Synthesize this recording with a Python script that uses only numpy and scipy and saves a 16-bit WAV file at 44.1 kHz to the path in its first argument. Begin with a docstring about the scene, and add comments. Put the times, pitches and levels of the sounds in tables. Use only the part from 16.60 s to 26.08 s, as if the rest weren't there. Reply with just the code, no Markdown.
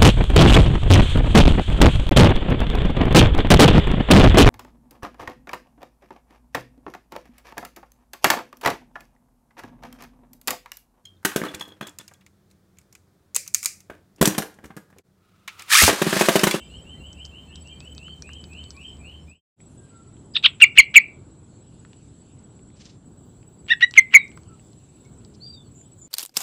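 """First a far bird repeats rising whistles, gliding tones with echoes; bursts of resonant noise tick.
Crickets pulse throughout over filtered noise for traffic rumble and air; a wavering sine is an idling engine.
An edit near 2.8 s fades this part to silence and a second part in, without engine or whistle series.
There a caged songbird close by sings two phrases of short notes, overtones in a throat resonance, that overload
the input. Leaves hiss around them; buzzing chirps and one clear arched whistle come near the end."""
import sys
import numpy as np
from scipy import signal
from scipy.fft import rfft, irfft, next_fast_len
from scipy.io import wavfile
from scipy.ndimage import uniform_filter1d, map_coordinates

SR = 44100
rng = np.random.default_rng(int(sys.argv[2]) if len(sys.argv) > 2 else 0)


def inscribe(sig):
    """Save sig as 16-bit PCM at rate SR to the path in sys.argv[1].

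    A 1-D sig is mono; a 2-D sig holds one channel per row.
    Samples are clipped to [-1, 1] before scaling.
    """
    pcm = np.round(np.clip(np.atleast_2d(sig).T, -1, 1) * 32767)
    wavfile.write(sys.argv[1], SR, pcm.astype(np.int16))


def undo_db(level):
    """Turn decibels back into plain size, where 20 dB means ten times bigger."""
    steps = np.asarray(level, float) / 20
    return 10 ** steps


N = 418068
TIME = np.arange(N) / SR
CUT_S = 2.87  # where the second part takes over


def unit(x):
    """Scale to rms 1."""
    return x / np.sqrt(np.mean(x ** 2) + 1e-20)


def along(points, hz):
    """Read a curve of (Hz, value) points on a log frequency axis."""
    f, v = np.transpose(points)
    return np.interp(np.log(hz + 1), np.log(f + 1), v)


def wobble(rate, size=N):
    """A smooth random curve, rate knots a second."""
    knots = rng.standard_normal(int(size * rate / SR) + 4)
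    return map_coordinates(knots, [np.arange(size) * rate / SR])


def filtered(x, response):
    """Filter x by a complex response of frequency."""
    m = next_fast_len(len(x) + 8192)
    return irfft(rfft(x, m) * response(np.fft.rfftfreq(m, 1 / SR)), m)[:len(x)]


def peak(hz, centre_hz, width_hz):
    """Response of one causal resonance."""
    return 1j * hz * width_hz / (centre_hz ** 2 - hz ** 2 + 1j * hz * width_hz)


def rush(spectrum, patchy_db):
    """Coloured noise of rms 1 with patches of random gain."""
    z = signal.stft(rng.standard_normal(N), nperseg=512)[2]
    field = uniform_filter1d(rng.standard_normal(z.shape), 6, 0)
    field = uniform_filter1d(field, 14, 1)
    noise = signal.istft(z * undo_db(patchy_db * unit(field)), nperseg=512)[1][:N]
    closed = [(spectrum[0][0] * .8, -90), *spectrum, (spectrum[-1][0] * 1.2, -90)]
    return unit(filtered(noise, lambda hz: undo_db(along(closed, hz))))


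def add(track, s, sound):
    """Mix a sound into a track at s seconds."""
    i = round(s * SR)
    piece = sound[max(-i, 0):][:N - max(i, 0)]
    track[max(i, 0):][:len(piece)] += piece


# How long the yard echoes. Each row: frequency in Hz, time to fall by 60 dB in seconds.
YARD_DECAY = [(1000, 0.33), (2500, 0.29), (5000, 0.071), (10000, 0.17)]


def echoes(size):
    """A fresh noise tail of energy 1; each frequency dies at its own speed."""
    hz, t, z = signal.stft(rng.standard_normal(size), SR, nperseg=256)
    decay = undo_db(-60 * t / along(YARD_DECAY, hz)[:, None])
    tail = signal.istft(z * decay, SR, nperseg=256)[1]
    return tail / np.linalg.norm(tail)


def in_yard(sound, wet_db, near_db, near_s):
    """The direct sound, quick answers of things nearby and the longer echoes of the yard."""
    tail = undo_db(wet_db) * echoes(size=SR // 2)
    near = rng.standard_normal(len(tail)) * undo_db(-60 * np.arange(len(tail)) / (near_s * SR))
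    tail += undo_db(near_db) * near / np.linalg.norm(near)
    return signal.fftconvolve(sound, np.r_[1, np.zeros(SR // 200), tail])


# The caged bird's song, one list of points for each note.
# Each row: time in seconds, pitch in Hz, level of the voice in dB before its onset is thinned.
NOTES = [
    [(3.744, 1198, -41.5), (3.752, 1609, -25.5), (3.757, 1880, -12), (3.762, 1537, -24), (3.768, 1230, -7),
     (3.771, 1059, -21), (3.774, 900, -13.5)],
    [(3.825, 900, -45), (3.838, 1002, -25), (3.843, 1200, -8.5), (3.846, 1388, -10.5), (3.851, 1660, -5),
     (3.858, 1420, -6), (3.863, 1110, -0.5), (3.868, 896, -12.5)],
    [(3.999, 2500, -30), (4.012, 2740, -20.5), (4.018, 2274, -12.5), (4.022, 2840, 4.5), (4.031, 2721, 4),
     (4.034, 2369, -0.5), (4.041, 2304, 5), (4.045, 2057, -7.5)],
    [(4.152, 2630, -47.5), (4.168, 2600, -31.5), (4.175, 2353, -20), (4.178, 2077, -0.5), (4.18, 2285, -18),
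     (4.183, 2900, 4), (4.186, 2821, 3.5), (4.188, 2357, 7), (4.202, 2148, 1.5), (4.208, 2045, -7)],
    [(4.339, 2289, -34), (4.352, 2870, -6.5), (4.355, 3612, -15.5), (4.358, 2523, 1.5), (4.361, 2099, -0.5),
     (4.364, 2834, 4.5), (4.368, 2392, 7.5), (4.381, 2220, 3.5), (4.385, 2046, -2.5)],
    [(7.082, 1880, -37.5), (7.094, 1891, -29), (7.107, 1761, -11.5), (7.115, 1872, -10), (7.123, 1922, -5),
     (7.132, 1747, -19.5), (7.136, 1760, -10)],
    [(7.204, 1401, -42), (7.214, 1424, -21), (7.221, 1420, -16), (7.223, 1790, -17.5), (7.228, 1907, -4.5),
     (7.246, 1960, -6.5)],
    [(7.352, 2927, -37.5), (7.37, 2973, -24.5), (7.378, 2250, 1.5), (7.384, 2090, 4.5), (7.394, 2078, 3.5),
     (7.398, 2065, -11)],
    [(7.505, 2900, -51), (7.53, 2896, -39.5), (7.541, 3168, -18), (7.545, 2126, 4), (7.547, 1951, -12),
     (7.55, 2357, 7.5), (7.556, 2250, 7), (7.566, 2110, 2.5), (7.57, 2049, -3.5)],
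]
# The colour of each note.
# Each row: throat resonance at the start in Hz, at the end in Hz, gain of the half-pitch lines in dB
# while the note starts, their gain in dB once it is settled, loss in dB for each step of one pitch.
NOTE_COLOURS = [(3700, 3550, -33, -27, 3.5), (3300, 3330, -31, -28, 4), (2800, 2300, -16.5, -10.5, 4),
                (2400, 2800, -7.5, -18, 0.5), (2700, 2280, -13.5, -20.5, 6), (2800, 2470, -3, -20, 5.5),
                (2550, 2370, -5, -22.5, 1), (2700, 2400, -8, -24.5, 12), (2700, 1800, -6, -20.5, 8)]
# Every note ends alike: time in seconds, loss in dB, share of the pitch lost
RELEASE_S, RELEASE_DB, RELEASE_SAG = .0045, 21, .035
NOISE_DB = -33  # noise under the settled tone, against the voice


def songbird():
    """Overtones of the voice pass a moving throat resonance; uneven cycles add lines at half pitch."""
    out, order = np.zeros(N), np.arange(1, 15)[:, None] / 2
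    for note, (first_hz, last_hz, rough_db, settled_db, loss_db) in zip(NOTES, NOTE_COLOURS):
        end_s, end_hz, end_db = note[-1]
        release = (end_s + RELEASE_S, end_hz * (1 - RELEASE_SAG), end_db - RELEASE_DB)
        s, *cols = np.transpose([*note, release])
        t = np.arange(s[0], s[-1], 1 / SR)
        pitch, db = (uniform_filter1d(np.interp(t, s, c), size=40) for c in cols)
        throat = np.linspace(first_hz, last_hz, len(t))
        # noise leads each note: onset is 1 early, 0 once near full level
        onset = np.clip((db.max() - 6.0 - np.maximum.accumulate(db)) / 14, 0, 1)

        hz = order * pitch
        gains = np.abs(peak(hz, throat, 900)) ** 1.6 * undo_db(-loss_db * order)
        # little leaves the beak at either end of the spectrum
        gains = gains / (1 + (hz / 4600) ** 5) / (1 + (950 / hz) ** 4)
        roughness = np.clip(1.8 * onset, 0, 1)
        gains[::2] *= undo_db(settled_db + (rough_db - settled_db) * roughness)
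        gains *= undo_db(db) / np.linalg.norm(gains, axis=0)
        phase = order * 2 * np.pi * np.cumsum(pitch) / SR + order ** 2
        voice = np.sum(gains * np.sin(phase), axis=0)
        voice *= 1 - .6 * onset

        def noise_colour(f):
            broad = 0.24 * f ** 6 / (f ** 6 + 1400 ** 6) / (1 + (f / 4500) ** 4)
            return np.exp(-((f - throat.mean()) / 900) ** 2) + broad

        noise = unit(filtered(rng.standard_normal(len(t)), noise_colour))
        flutter_db = 5.6 * np.tanh(wobble(300, size=len(t)))
        noise *= undo_db(db + NOISE_DB + 31 * onset + flutter_db)
        sung = (voice + noise) * signal.windows.tukey(len(t), .12)
        add(out, s[0], in_yard(sung, wet_db=-27, near_db=-16, near_s=.09))
    return out


# A far bird's series of rising whistles.
# Each row: start in seconds, length in seconds, first pitch in Hz, level in dB about which it flutters.
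WHISTLES = [(-.05, 0.089, 2650, -49), (0.081, .12, 2694, -53), (0.243, .11, 2700, -52),
            (0.39, 0.13, 2715, -51.5), (0.545, 0.11, 2610, -50.5), (0.707, .12, 2694, -51.5),
            (0.864, 0.12, 2580, -53.5), (1.037, 0.11, 2690, -53.5), (1.195, 0.14, 2545, -53),
            (1.354, .2, 2510, -51.5), (1.619, 0.19, 2400, -50.5), (1.886, .17, 2450, -48),
            (2.14, .17, 2340, -49.5), (2.393, 0.19, 2400, -51.5), (2.665, .17, 2357, -53)]
# All whistles climb to one pitch; share of the length spent climbing; fall after the top
SERIES_TOP_HZ, SERIES_GLIDE, DROOP_HZ = 3117, .72, 138
# Single short calls; the one at 3.737 s leads into the caged bird's first note.
# Each row: start in seconds, length in seconds, first pitch in Hz, last pitch in Hz,
# level in dB about which it flutters.
SINGLE_CALLS = [(.01, 0.063, 2210, 2400, -59), (0.088, 0.069, 3960, 4230, -64),
                (0.332, 0.053, 1870, 2000, -64), (.888, 0.048, 1800, 1780, -62),
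                (0.962, 0.34, 4280, 4500, -71), (2.41, 0.13, 4400, 4090, -68),
                (0.577, .035, 2400, 2420, -61), (1.11, 0.049, 2400, 2400, -56.5),
                (1.464, 0.076, 4000, 4500, -65), (1.936, 0.22, 4050, 4420, -67),
                (2.146, 0.041, 1100, 1098, -55.5), (3.159, 0.23, 1606, 1575, -68.5),
                (3.299, 0.22, 1379, 1307, -60), (3.737, .014, 4830, 5050, -43),
                (7.563, 0.063, 3980, 3720, -43), (7.883, 0.074, 1338, 1297, -61),
                (8.448, .03, 2200, 2220, -59.5), (8.858, 0.021, 3570, 3540, -58),
                (8.926, .09, 3860, 3445, -52.5), (9.035, 0.042, 4670, 4310, -64.5)]
CALL_GLIDE = 0.75  # share of a rising call spent gliding
# One clear arched whistle, a single row: start in seconds, length in seconds, first pitch in Hz,
# top pitch in Hz, level in dB, share of the length spent climbing, fall after the top in Hz.
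ARCHED_WHISTLE = (8.8, .15, 4050, 4755, -42.5, 0.38, 150)
# Faint chirps at random in the first part; the spread of pitch is in log units
CHATTER, CHATTER_S, CHATTER_DB, CHATTER_HZ, CHATTER_SPREAD = 14, 0.048, -69, 4500, .14


def whistles_and_calls():
    """Fluttering glides with strong echoes; in the whistle series these outweigh the direct sound."""
    out = np.zeros(N)
    chatter = []
    when, draws = rng.uniform(0, CUT_S, CHATTER), rng.standard_normal((CHATTER, 2))
    for s, (a, b) in zip(when, draws):
        first_hz = CHATTER_HZ * np.exp(CHATTER_SPREAD * a)
        last_hz = CHATTER_HZ * np.exp(CHATTER_SPREAD * (a + .4 * b))
        chatter.append((s, CHATTER_S, first_hz, last_hz, CHATTER_DB))
    rows = [(s, length, hz, SERIES_TOP_HZ, db, SERIES_GLIDE, DROOP_HZ, True)
            for s, length, hz, db in WHISTLES]
    rows += [(*call, CALL_GLIDE, 0, False) for call in SINGLE_CALLS + chatter]
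    rows += [(*ARCHED_WHISTLE, False)]
    for s, length, first_hz, last_hz, db, share, droop_hz, walled in rows:
        u = np.arange(round(length * SR)) / (length * SR)
        # the series lingers on its first pitch
        glide = np.sin(np.pi / 2 * np.clip(u / share, 0, 1)) ** (2 if walled else 1)
        if last_hz < first_hz:  # falling notes slide evenly
            glide = u
        droop = droop_hz * np.clip((u - share) / (1 - share), 0, 1) ** 1.5
        hz = first_hz + (last_hz - first_hz) * glide - droop
        hz = hz + (33 if walled else 12) * wobble(150, size=len(u))
        tone = np.sin(2 * np.pi * np.cumsum(hz) / SR)
        tone *= undo_db(db + 4.0 * np.tanh(wobble(130, size=len(u)))) * np.sin(np.pi * u) ** 0.51
        far_db = 5 if walled else -3.5  # the bird of the series sits farther off
        if walled:  # a wall behind it repeats each whistle
            gap = np.zeros(SR // 21)
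            tone = np.r_[tone, gap] + undo_db(-8.5) * np.r_[gap, tone]
        add(out, s, in_yard(tone, wet_db=far_db - 6, near_db=far_db, near_s=.14))
    return out


# Clear ticks, some just ahead of the songbird's notes.
# Each row: time in seconds, peak of the direct sound in dB, centre of the resonance in Hz.
CLEAR_TICKS = [(.5296, -36.5, 6350), (.6519, -28, 5070), (.661, -37, 5470), (.9572, -30, 4500),
               (1.0735, -42, 5940), (1.2045, -33, 3360), (1.3497, -38, 5700), (1.3798, -28.5, 3730),
               (1.4822, -37.5, 1350), (1.6224, -25, 5130), (1.6914, -32, 1530), (1.7336, -36, 6440),
               (1.84, -33.5, 3630), (1.934, -43, 4050), (2.0394, -36.5, 3940), (2.1058, -26.5, 5420),
               (2.1668, -39, 4360), (3.003, -48, 1860), (5.2499, -39.5, 1440), (5.332, -41, 2800),
               (6.2554, -35, 5200), (6.8295, -46.5, 2700), (7.066, -43, 2300), (7.0797, -39, 2400),
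               (7.197, -40, 2400), (7.3105, -28.5, 5200), (7.339, -21, 3120), (7.6802, -43, 5100),
               (7.7165, -41, 2360), (7.775, -33.5, 1500), (8.1316, -46.5, 3974), (8.6488, -38, 4800)]
# Fainter ticks scattered at random; the spread of the centre is in log units
FAINT_TICKS, FAINT_DB, FAINT_SCATTER_DB, FAINT_HZ, FAINT_SPREAD = 24, -54, 3, 3560, .4


def ticks():
    """Each tick is a broad crack of dying noise, strongest near its own resonance."""
    out, t = np.zeros(N), np.arange(SR // 30) / SR
    when = rng.uniform(0, N / SR, FAINT_TICKS)
    size, tone = rng.standard_normal((FAINT_TICKS, 2)).T
    faint = zip(when, FAINT_DB + FAINT_SCATTER_DB * size, FAINT_HZ * np.exp(FAINT_SPREAD * tone))
    for s, db, hz in [*CLEAR_TICKS, *faint]:
        def ring(f):
            body = peak(f, hz, .65 * hz) ** 2 + .22 * peak(f, 1600, 1500)
            return body / (1 + (f / 7600) ** 10)

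        burst = rng.standard_normal(len(t)) * undo_db(-60 * t / 0.0087)  # falls 60 dB in 8.7 ms
        crack = filtered(burst, ring)
        crack = undo_db(db) * crack / np.abs(crack).max()
        add(out, s, in_yard(crack, wet_db=-18, near_db=-14, near_s=.04))
    return out


# Hisses of leaves and buzzing chirps. Each row: start in seconds, length in seconds, centre in Hz,
# distance in Hz from the centre to where the band has dropped to 1/e, level in dB before the swell.
HISS_BURSTS = [(3.006, 0.34, 8700, 2000, -69), (6.151, 0.22, 4460, 2850, -54),
               (8.735, 0.028, 4990, 1497, -61.5), (9.136, 0.12, 7170, 300, -53.5),
               (9.371, 0.12, 7120, 300, -52.5)]


def hisses():
    """Short swelling bursts of fluttering band noise."""
    out = np.zeros(N)
    for s, length, hz, width_hz, db in HISS_BURSTS:
        u = np.arange(round(length * SR)) / (length * SR)
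        noise = filtered(rng.standard_normal(len(u)), lambda f: np.exp(-((f - hz) / width_hz) ** 2))
        flutter = undo_db(db + 3.55 * wobble(60.3, size=len(u)))
        add(out, s, flutter * np.sin(np.pi * u ** 0.93) * unit(noise))
    return out


# The near cricket's runs of pulses.
# Each row: first pulse in seconds, last pulse in seconds, level in dB about which the pulses vary.
CRICKET_RUNS = [(0.04, 0.641, -56), (0.887, 1.429, -54), (1.673, 2.452, -53), (2.694, 2.756, -51.5),
                (3.008, 3.059, -54), (3.175, 6.133, -57), (6.454, 8.64, -58), (8.88, 9.173, -57.5),
                (9.256, 9.379, -52)]
PULSE_S = .0595  # approximate time from pulse to pulse
# A very high insect hiss. Each row: from in seconds, to in seconds, level in dB about which it flutters.
HIGH_HISS = [(0, 2.75, -79.5), (6.45, 9.48, -84)]


def insects():
    """A near cricket pulses in runs; a far one holds a wavering tone; a third hisses very high."""
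    gate, u = np.zeros(N), np.arange(round(.032 * SR)) / (.032 * SR)
    for first, last, db in CRICKET_RUNS:
        times = np.linspace(first, last, round((last - first) / PULSE_S) + 1)
        for s, scatter in zip(times, rng.standard_normal(len(times))):
            add(gate, s - .004, undo_db(db + 1.2 * scatter) * np.sin(np.pi * u) ** .7)
    pulses = gate + .2 * np.roll(gate, SR // 50)  # each pulse has a weak repeat
    near_tone = np.sin(2 * np.pi * np.cumsum(7862 + 15 * wobble(42)) / SR)
    near = pulses * undo_db(3.6 * wobble(150)) * near_tone
    far_tone = np.sin(2 * np.pi * np.cumsum(7358 + 8 * wobble(11)) / SR)
    far = undo_db(-70.5 + 3 * wobble(25)) * far_tone * (TIME > CUT_S)
    level = sum(undo_db(db) * (TIME > a) * (TIME < b) for a, b, db in HIGH_HISS)
    hiss = rush([(14200, -6.0), (15000, 3.0), (15400, -4.0)], patchy_db=0.0)
    return near + far + level * undo_db(3 * wobble(18)) * hiss


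# The idling engine. Each row: time in seconds, pitch in Hz, rms level in dB, both before they waver.
ENGINE_IDLE = [(0.0, 55.7, -60), (0.26, 71.46, -48.5), (2.75, 76.06, -47)]
# Colour of the traffic rumble, one list for each part. Each row: frequency in Hz, relative level in dB.
RUMBLE_COLOUR = [
    [(12, -60), (20, -27), (70, -4), (103, -10), (167, -7.5), (194, -10.5), (275, -15), (404, -20.5),
     (2000, -41), (2600, -38), (4400, -120)],
    [(12, -62), (20, -33.5), (34, -10.5), (113, 0.5), (374, -11.5), (540, -21), (857, -25.5), (1330, -32),
     (1470, -31.5), (2000, -47), (2600, -70.5), (4400, -120)],
]
# Rms level of the rumble in dB before it wavers, one for each part.
RUMBLE_LEVELS = [-47, -48]
# Colour of the garden air. Each row: frequency in Hz, relative level in dB.
AIR_COLOUR = [(1500, -9.5), (3000, -2), (4200, -3), (5500, -10.5), (6900, -6), (7400, 6.5), (8100, 2.5),
              (8700, -9), (10800, -11.5), (11500, -23)]
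# Rms level of the air in dB before it wavers, one for each part.
AIR_LEVELS = [-63.5, -66]


def garden():
    """Noise of far traffic and air, different in each part; an engine's wavering sine in the first."""
    s, hz, db = np.transpose(ENGINE_IDLE)
    throb = np.interp(TIME, s, db) + 2.0 * wobble(30.1)
    pitch = np.interp(TIME, s, hz) + 3 * wobble(2.9)
    out = np.sqrt(2) * undo_db(throb) * np.sin(2 * np.pi * np.cumsum(pitch) / SR) * (TIME < CUT_S)
    parts = [TIME < CUT_S, TIME > CUT_S]
    for part, rumble_db, spectrum, air_db in zip(parts, RUMBLE_LEVELS, RUMBLE_COLOUR, AIR_LEVELS):
        rumble = undo_db(rumble_db + 1.2 * wobble(5)) * rush(spectrum, patchy_db=1.0)
        air = undo_db(air_db + 1.4 * wobble(1.3)) * rush(AIR_COLOUR, patchy_db=2.5)
        out += part * (rumble + air)
    return out


def scene():
    """All sources, one channel."""
    return (songbird() + whistles_and_calls() + ticks() + hisses() + insects() + garden())[None]


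def band_limit(x):
    """A steep low-pass at the top of the band."""
    return signal.sosfilt(signal.butter(12, 15530, fs=SR, output="sos"), x)


def record(dry):
    """The input clips a little unevenly, passes no deep bass or extreme treble, and the edit fades."""
    lean = dry + .006 * dry ** 2
    clipped = lean / (1 + np.abs(lean / 1.07) ** 12) ** (1 / 12)
    passed = filtered(clipped[0], lambda hz: 1j * hz / (40 + 1j * hz) / (1 + (hz / 16300) ** 24))[None]
    # out from 2.68 to 2.815 s, in from 2.96 to 3.007 s, on a bent ramp
    fade = np.interp(TIME, [2.68, 2.815, 2.96, 3.007], [1, 0, 0, 1]) ** 1.9
    return band_limit(passed * fade)


dry = scene()
out = record(dry)
inscribe(out)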